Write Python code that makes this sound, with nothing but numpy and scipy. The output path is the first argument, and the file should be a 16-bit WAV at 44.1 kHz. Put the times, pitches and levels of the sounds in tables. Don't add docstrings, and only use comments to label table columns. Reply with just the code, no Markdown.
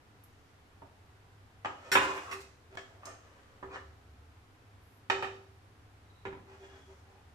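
import sys
import numpy as np
from scipy import signal
from scipy.fft import rfft, irfft
from scipy.io import wavfile
from scipy.ndimage import uniform_filter1d

SR = 44100
rng = np.random.default_rng(int(sys.argv[2]) if len(sys.argv) > 2 else 0)


def transcribe(signal):
    frames = np.atleast_2d(signal).T
    limited = np.clip(frames, -1, 1)
    pcm = np.round(limited * 32767).astype(np.int16)
    wavfile.write(sys.argv[1], SR, pcm)


N = 324039
TIME = np.arange(N) / SR

# f/Hz, density/dB per Hz
AIR = [(12, -73), (20, -8), (43, -17), (91, -1), (176, -17.5), (282, -13.5), (361, -18.5), (392, -15),
       (593, -21.5), (760, -16.5), (825, -19), (1360, -20), (9330, -40.5), (11600, -42), (14500, -47)]
AIR_DB = -60.5
# f/Hz, level/dB
HUM = [(100.6, -67), (68, -74)]
# t of peak/s, half length/s, level/dB
RUMBLES = [(4.1, 0.46, -58), (6.697, 0.99, -62.5)]
RUMBLE_HZ = 77.5

# t/s, length/s, level/dB, centre f/Hz, width/Hz
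SQUELCHES = [(0.2377, 0.003, -59, 12100, 3000), (0.238, .005, -73, 6500, 4000),
             (0.247, 0.34, -89, 6050, 3000), (3.0545, 0.004, -46.5, 6730, 4430),
             (4.796, 0.21, -82, 12000, 4030), (6.061, 0.25, -82, 3890, 220), (6.561, 0.32, -77, 3310, 200),
             (6.598, .22, -84, 2860, 200), (6.54, 0.51, -81.5, 5840, 4000)]

# t/s, body/dB, hollow re body/dB, thud re body/dB, tilt/dB per octave, contact/s, struck spot (name),
# low hum/dB (the bowl's in pan blows, a short dull hum in the plate bump), hum t60/s,
# rattle t60/s, room echo offset/dB
PLATE_BLOWS = [(0.819, -54, -6, -4, -13.5, 0.00027, "plate", -43, 0.085, 0.035, 0)]
TONG_BLOWS = [(1.647, -35.5, -9, -13.5, -6.5, 0.00017, "wall", -48.5, 0.5, 0.046, 1),
              (1.9165, -36, -13, -9, .5, 0.000095, "tips", -30, 0.36, 0.12, 1.5),
              (1.9526, -25, -16.5, -15.5, -4, 0.00022, "base", -29, 0.24, 0.028, -4),
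              (1.9556, -25.5, -10, -17, -4.5, 0.00024, "base", -43, 0.27, .015, -5.5),
              (1.9755, -35, -15, -12.5, -2.5, 0.00027, "base", -60, .2, .02, 1.5),
              (2.0175, -36.5, -8, -16, -5.5, 0.00022, "base", -62, .2, 0.013, -6),
              (2.055, -43, -8, -16, -4.5, 0.00033, "base", -60, .2, .012, -7),
              (2.178, -50.5, -12, -19, -1, 0.00029, "base", -57, 0.18, 0.017, -4),
              (2.313, -44.5, -19, -17, -2.5, 0.00011, "grip", -49, 0.53, .05, 1),
              (2.405, -75, -9, -9, 6, 0.00013, "grip", -49, 0.34, .035, 1),
              (2.7715, -48, -4, -9, -1.6, 0.00016, "side", -46.5, 0.37, 0.055, -1),
              (3.032, -54, -12, -29, -10, .00024, "food", -53.5, 0.27, 0.043, -6),
              (3.0555, -50, -6, -14, -8, .00006, "food", -47.5, 0.27, 0.18, -2)]
GRATE_BLOWS = [(3.627, -45, -8, -8, -9.5, 0.00013, "prong", -42.5, 0.56, 0.082, -2),
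               (3.7585, -46.5, -10.5, -13.5, -2.5, 0.00047, "prong", -60, 0.49, 0.023, -7),
               (5.0993, -30.5, -8, -14.5, -3, 0.00016, "case", -31, 0.7, 0.044, -2.5),
               (5.224, -36.5, -6, -13, -5.5, .00012, "case", -34.5, 0.61, 0.097, 0),
               (5.225, -61, -16.5, -22, -3, 0.000055, "case", -60, 0.27, 0.014, -4),
               (6.2522, -45, -3, -1.5, -4.5, 0.00021, "corner", -33.5, .36, 0.042, -2),
               (6.3273, -52.5, -10, 1.5, -7.5, 0.00019, "corner", -59, 0.27, .04, -4),
               (6.372, -62.5, 1, 7, -9, 0.00036, "corner", -58, .3, 0.022, -4)]
# low f/Hz, high f/Hz
BANDS = [(50, 360), (410, 700), (700, 1400), (1400, 3500), (3500, 8500), (8500, 16000)]
CLANK_DB = 6
SPOTS = {"wall": (-10, [(545, 8.8, -10), (863, 127, 1.5), (1210, 81, 1.5), (1594, 58, -10), (1860, 20, -11),
         (2540, 54, -15.5), (2970, 74, -14)]), "tips": (-2.5, [(1464, 26, 1), (1800, 31, -4),
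         (2120, 29, -16), (2450, 41, -14.5), (2960, 33, -9), (3334, 31, -12.5), (5530, 28, -13.5),
         (5800, 28, -15), (7060, 56, -15.5), (7520, 59, -12.5)]), "base": (-5.5, [(1015, 67, -2.5),
         (1275, 42, -10.5), (1590, 18.5, -21), (1680, 75, -7), (2090, 20, -18), (2300, 59, -10),
         (2530, 88, -8), (2820, 31, -10.5), (3270, 37, -8), (3640, 25, 1)]), "grip": (-12, [(1170, 100, -5),
         (1510, 50, -14), (2010, 140, -7), (2580, 89, -4), (2830, 29, -9), (3760, 47, -34)]),
         "side": (-9.5, [(528, 16, -7), (680, 36, -2), (1123, 28, -5.5), (1712, 63, 2), (1990, 39, -9),
         (2220, 25, -2), (2550, 36, -8), (3230, 120, -8.5), (4630, 32, -33), (5360, 34, -23)]),
         "food": (-8, [(650, 54, -3), (1180, 55, -2), (1800, 38, -1), (2700, 49, -21)]),
         "prong": (-10, [(670, 7.8, -13.5), (978, 32, -7.5), (1730, 120, 1.5), (2050, 79, -9),
         (2820, 29, -17), (3330, 26, -11.5)]), "case": (-9.5, [(535, 34, -14), (778, 36, 0),
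         (856, 45, -0.5), (918, 32, 0.5), (1213, 60, -0.5), (1317, 56, -2), (1690, 92, -3.5),
         (1848, 74, -0.5), (2240, 120, -9.5), (2487, 110, -4), (2830, 61, -8.5), (3040, 110, -8.5),
         (3700, 180, -13.5), (4510, 60, -16.5), (5500, 150, -22.5)]), "corner": (-8.5, [(790, 11, 1.5),
         (955, 53, 2), (1420, 21, -8), (1700, 34, -6), (2060, 49, -11), (2280, 77, -13), (2500, 47, -13),
         (3660, 46, -15), (3830, 36, -10)]), "plate": (-5.5, [(662, 140, -0.5), (910, 49, 3),
         (1170, 110, -11)])}
# f/Hz, level/dB
CLATTER = [(60, -14.5), (110, -15.5), (200, -20.5), (330, -16), (520, -7), (640, -16), (800, -4.5),
           (1000, -5), (1350, -1.5), (1750, -2.5), (2150, -5.5), (2520, -8.5), (4300, -17), (5600, -19.5),
           (8000, -20.5), (14000, -25.5)]
# f/Hz, level/dB, t60/s
PLATE = [(283, 9, .12), (680, 4, 0.1), (790, 5.5, 0.15), (937, 4.1, 0.17), (1256, 1, .1)]
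# f/Hz, level/dB, t60/s
PAN = [(272, 5, .45), (302, 6, .45), (536, 1, .65), (776, 1, .42), (820, -1, .45), (935, 2, .4),
       (1011, 4, .5), (1137, -2, .4), (1178, -3, .45), (1223, 0, .5), (1268, -1, .45), (1314, 3, .55),
       (1402, -1, .55), (1478, -2, .45), (1530, 0, .45), (1612, -2, .45), (1695, -3, .5), (1772, 0, .45),
       (1822, -2, .45), (1890, 1, .4), (2080, 1, .45), (2286, 1, .45), (2456, 0, .45), (2492, 3, .5),
       (2574, 0, .45), (2831, 2, .45), (2907, -1, .4), (3083, 0, .4), (3425, 0, .4)]
LOW_HUM_HZ, LOW_HUM_RISE_S = 387.9, 0.013
# f/Hz, level/dB, t60/s
TONGS = [(1478, 3, .13), (1826, 1, .14), (2100, -2, .12), (2449, -1, .13), (2570, -4, .14), (3321, -4, .18),
         (3801, -7, .12), (4316, -15, .4), (5536, 5, .16), (6196, -9, .12), (7187, -11, .15),
         (7413, -12, .22), (7843, -11, .12), (9496, -17, .2), (11910, -18, .12), (12850, -19, .12)]
# t/s, level/dB, tilt about ARM_HZ/dB per octave
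ARM_RINGS = [(1.9175, -35, -1.5), (2.3135, -52, 0), (2.772, -66, -3), (3.0555, -70, 6)]
ARM_HZ = 5536

# t of peak/s, half length/s, level/dB, squeal f/Hz, squeal re rasp/dB, grit re rasp/dB, bowl hum/dB
PAN_STROKES = [(1.87, 0.098, -59.5, 1026, -3, -24, -63), (2.035, 0.021, -44.5, 1330, 1, -13, -60),
               (2.09, 0.028, -44.5, 1060, 1.5, -22, -37.5), (2.16, .034, -50, 1082, 1.5, -12.5, -42),
               (2.235, 0.042, -59, 1123, 3, -14, -61), (2.29, 0.039, -58.5, 1160, 10, -14, -78),
               (2.33, 0.016, -52.5, 1206, 3, -5, -55), (2.37, 0.053, -78.5, 1160, 2, 8.5, -47.5),
               (2.735, 0.029, -65.5, 575, -2, -22, -55.5), (2.93, 0.076, -71.5, 680, -1, -29, -64.5),
               (3.027, .008, -63, 696, 0, -28, -70), (3.09, 0.049, -62, 1229, 2, -15, -57),
               (3.36, 0.28, -70, 1294, -8, -24, -80)]
PAN_DRAGS = [(3.725, 0.026, -58, 1100, 6.5, -43, -62), (3.75, .016, -50.5, 1783, -4.5, -48.5, -68),
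             (6.52, 0.048, -64, 860, -0.5, -39.5, -53.5), (6.64, 0.037, -62, 776, -4, -35, -49),
             (6.745, 0.06, -64, 1780, -10, -37, -55.5), (6.91, 0.031, -68.5, 810, -1, -39, -51),
             (7.13, 0.097, -74, 815, 1, -40, -66)]
# f/Hz, level/dB
RUB = [(100, -40), (300, -2.5), (550, 9), (1100, 5), (1800, 4.5), (2800, -6), (4200, -9.5), (8000, -14.5),
       (15000, -102)]
SQUEAL_GLIDE_PER_HALF_LENGTH = 0.04
OVERTONE_RATIO, OVERTONE_DB = 2.2, -16

# f/Hz, t60/s
KITCHEN = [(100, 0.57), (400, 0.61), (1000, 0.39), (2500, 0.39), (6000, 0.61), (13000, 0.18)]
# f/Hz, likeness (0 to 1)
LIKENESS = [(60, 0.93), (300, 0.88), (600, 0.46), (1100, 0.0011), (3000, 0), (15000, 0.088)]
EDGE_HZ = 14700


def amp(db):
    return 10 ** (np.asarray(db) / 20)


def evened(x):
    return x / np.sqrt(np.mean(x ** 2) + 1e-20)


def read(points, hz):
    f_hz, value = np.transpose(points)
    return np.interp(np.log(hz + 1), np.log(np.maximum(f_hz, 1)), value)


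def bump(hz, centre_hz, width_hz):
    return 1 / (1 + (2 * (hz - centre_hz) / width_hz) ** 2)


def swell(age_s, half_s):
    return np.exp(-(age_s / half_s) ** 2)


def noise(gain, size):
    spectrum = rfft(rng.standard_normal(size)) * gain(np.fft.rfftfreq(size, 1 / SR))
    return evened(irfft(spectrum, size))


def impulses(size, per_s, floor):
    return rng.standard_normal(size) * (floor + (rng.random(size) < per_s / SR))


def pair(x):
    size = x.shape[1]
    a, b = rfft(x)
    same = np.clip(read(LIKENESS, np.fft.rfftfreq(size, 1 / SR)), -1, 1)
    return irfft(np.array([a, same * a + np.sqrt(1 - same ** 2) * b]), size)


def ring(modes, t):
    return sum(amp(db - 60 * t / t60_s) * np.sin(2 * np.pi * (hz * t + rng.random()))
               for hz, db, t60_s in modes)


def add(mix, t_s, sound):
    part = mix[:, max(round(t_s * SR), 0):][:, :sound.shape[1]]
    part += sound[:, :part.shape[1]]


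def coloured(x, gain):
    size = x.shape[1]
    half = size // 2 - 1
    fold = np.concatenate([[1], np.full(half, 2), [1], np.zeros(half)])
    cepstrum = irfft(np.log(gain + 1e-9), size)
    return irfft(rfft(x) * np.exp(rfft(cepstrum * fold)), size)


def kitchen(x, tail_db=1, early_db=-2, early_s=0.027, glances_per_s=1200):
    size = 3 * SR // 5
    age_s = np.arange(size) / SR
    hz, t, bins = signal.stft(pair(rng.standard_normal((2, size))), SR, nperseg=256)
    bins = bins * amp(-60 * t / read(KITCHEN, hz)[:, None])
    tail = signal.istft(bins, SR, nperseg=256)[1][:, :size]
    tail *= 1 - np.exp(-age_s / 0.00062)
    glances = rng.standard_normal((2, size)) * (rng.random((2, size)) < glances_per_s / SR)
    early = pair(glances * (age_s > 0.001) * np.exp(-2 * age_s / early_s))
    echo = (amp(tail_db) * evened(tail) + amp(early_db) * evened(early)) / np.sqrt(size)
    echo[[0, 1], [8, 0]] += 1
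    return signal.fftconvolve(x[None], echo, axes=1)


def background(waver=0.64):
    air = pair(np.array([noise(lambda hz: amp(read(AIR, hz)), N) for _ in range(2)]))
    drone = np.zeros(N)
    for hz, db in HUM:
        tone = np.sqrt(2) * np.sin(2 * np.pi * (hz * TIME + rng.random()))
        drone += amp(db) * tone * (1 + waver * noise(lambda f: bump(f, 0, 1.0), N))
    rumble_level = sum(amp(db) * swell(TIME - t_s, half_s) for t_s, half_s, db in RUMBLES)
    rumble = noise(lambda hz: bump(hz, RUMBLE_HZ, 10.2), N) * rumble_level
    return air * amp(AIR_DB) + drone + rumble


def squelches(pops_per_s=900):
    out = np.zeros((2, N))
    for t_s, length_s, db, centre_hz, width_hz in SQUELCHES:
        size = round(length_s * SR)
        pops = impulses(size, pops_per_s, 0.092)
        band = bump(np.fft.rfftfreq(size, 1 / SR), centre_hz, width_hz)
        fizz = evened(irfft(rfft(pops) * band, size)) * signal.windows.tukey(size, 0.3)
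        add(out, t_s, amp(db) * kitchen(fizz, tail_db=1.0, early_db=1.5))
    return out


def registers(body_db, hollow_db, thud_db, tilt_db, contact_s, steepness=8, pivot_hz=760):
    hz = np.sqrt(np.prod(BANDS[3:], axis=1))
    contact_cut_db = 10 * np.log10(1 + abs(hz * contact_s) ** steepness)
    upper_db = tilt_db * np.log2(hz / pivot_hz) - contact_cut_db
    upper_db[0] += CLANK_DB
    return body_db + np.append([thud_db, hollow_db, 0], upper_db)


def struck(spot, hz):
    crowd_db, peaks = SPOTS[spot]
    crowd = amp(crowd_db + read(CLATTER, hz))
    power = sum((amp(db) * bump(hz, f, 2 * half_hz)) ** 2 for f, half_hz, db in peaks)
    return np.sqrt(crowd ** 2 + power)


def blow(row, modes, ring_db, crack_db, crack_s, rattles_per_s=500):
    t_s, *contact, spot, hum_db, hum_t60_s, rattle_t60_s, room_db = row
    size = 4 * SR // 5
    t = np.arange(size) / SR
    hz = np.fft.rfftfreq(size, 1 / SR)

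    rattle = evened(impulses(size, rattles_per_s, 0.15)) * amp(-60 * t / max(rattle_t60_s, 0.005))
    crack = amp(crack_db) * swell(t, crack_s) * rng.standard_normal(size)
    dry_force = (rattle + crack) * (1 - np.exp(-t / 0.00041))
    force = kitchen(dry_force, tail_db=room_db + 2.5, early_db=room_db + 3, glances_per_s=400)[:, :size]

    power = (abs(rfft(force)) ** 2).mean(0)
    uneven = np.sqrt(abs(uniform_filter1d(power, size=56)) + 1e-12)
    clatter = coloured(force, evened(struck(spot, hz)) / evened(uneven))
    driven = [(f, db + 20 * np.log10(struck(spot, f)), t60_s) for f, db, t60_s in modes]
    ringing = pair(np.array([ring(driven, t), ring(driven, t)])) * (1 - np.exp(-t / 0.00011))
    heard = clatter + amp(ring_db) * ringing

    weights = []
    for (low_hz, high_hz), db in zip(BANDS, registers(*contact)):
        band = signal.butter(4, (low_hz, high_hz), "bandpass", fs=SR, output="sos")
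        part = signal.sosfilt(band, heard[:, :SR // 30])
        weights += [(f, db - 20 * np.log10(part.std())) for f in (low_hz * 1.1, high_hz / 1.1)]
    low_cut = hz ** 2 / (hz ** 2 + BANDS[0][0] ** 2)
    out = coloured(heard, amp(read(weights, hz)) * low_cut + 1e-6)
    hum = amp(hum_db - 60 * t / hum_t60_s) * np.sin(2 * np.pi * LOW_HUM_HZ * t)
    return t_s, out + hum * (1 - np.exp(-t / LOW_HUM_RISE_S))


def tongs():
    out, t = np.zeros((2, N)), np.arange(SR // 2) / SR
    for row in PLATE_BLOWS:
        add(out, *blow(row, PLATE, ring_db=-10.5, crack_db=-7, crack_s=0.0021))
    for row in TONG_BLOWS:
        add(out, *blow(row, PAN, ring_db=-19.5, crack_db=0.0, crack_s=0.0022))
    for t_s, level_db, tilt_db in ARM_RINGS:
        modes = [(hz, level_db + db + tilt_db * np.log2(hz / ARM_HZ), t60_s) for hz, db, t60_s in TONGS]
        add(out, t_s, ring(modes, t) * (1 - np.exp(-t / 0.001)) * np.ones((2, 1)))
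    return out


def scrapes(strokes, slips_per_s, ring_db=-5, chatter_width_hz=300):
    out, t = np.zeros((2, N)), np.arange(SR // 3) / SR
    for t_s, half_s, db, squeal_hz, squeal_db, grit_db, hum_db in strokes:
        age_s = np.arange(-2 * half_s, 2 * half_s, 1 / SR)
        size, pressure = len(age_s), swell(age_s, half_s)
        hz = np.fft.rfftfreq(size, 1 / SR)
        slips = impulses(size, slips_per_s, 0.092)
        rasp = evened(irfft(rfft(slips) * amp(read(RUB, hz)), size))
        grit = evened(irfft(rfft(slips) * bump(hz, 8100, 13000), size))
        rung = evened(signal.fftconvolve(slips, ring(PAN, t))[:size])

        glide_hz = squeal_hz * (1 + SQUEAL_GLIDE_PER_HALF_LENGTH * age_s / half_s)
        phase = 2 * np.pi * np.cumsum(glide_hz) / SR
        tone = np.sin(phase) + amp(OVERTONE_DB) * np.sin(OVERTONE_RATIO * phase)
        chatter = noise(lambda f: bump(f, 0, chatter_width_hz), size)
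        squeal = evened(chatter * tone)

        rub = rasp + amp(ring_db) * rung + amp(squeal_db) * squeal + amp(grit_db) * grit
        hum = amp(hum_db) * pressure * np.sin(2 * np.pi * LOW_HUM_HZ * age_s)
        add(out, t_s + age_s[0], amp(db) * kitchen(pressure * rub))
        add(out, t_s + age_s[0], hum * np.ones((2, 1)))
    return out


def grate():
    out = np.zeros((2, N))
    for row in GRATE_BLOWS:
        add(out, *blow(row, PAN, ring_db=-21, crack_db=2.0, crack_s=0.0023))
    return out


def scene():
    out = background() + squelches()
    out += tongs() * amp([[-0.6], [0.6]])
    out += scrapes(PAN_STROKES, slips_per_s=450)
    out += scrapes(PAN_DRAGS, slips_per_s=300)
    out += grate() * amp([[-0.9], [0.9]])
    return out


def record(dry):
    lowpass = signal.firwin(401, EDGE_HZ, window=("kaiser", 8), fs=SR)
    return signal.oaconvolve(dry, lowpass[None], "same")


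dry = scene()
out = record(dry)
transcribe(out)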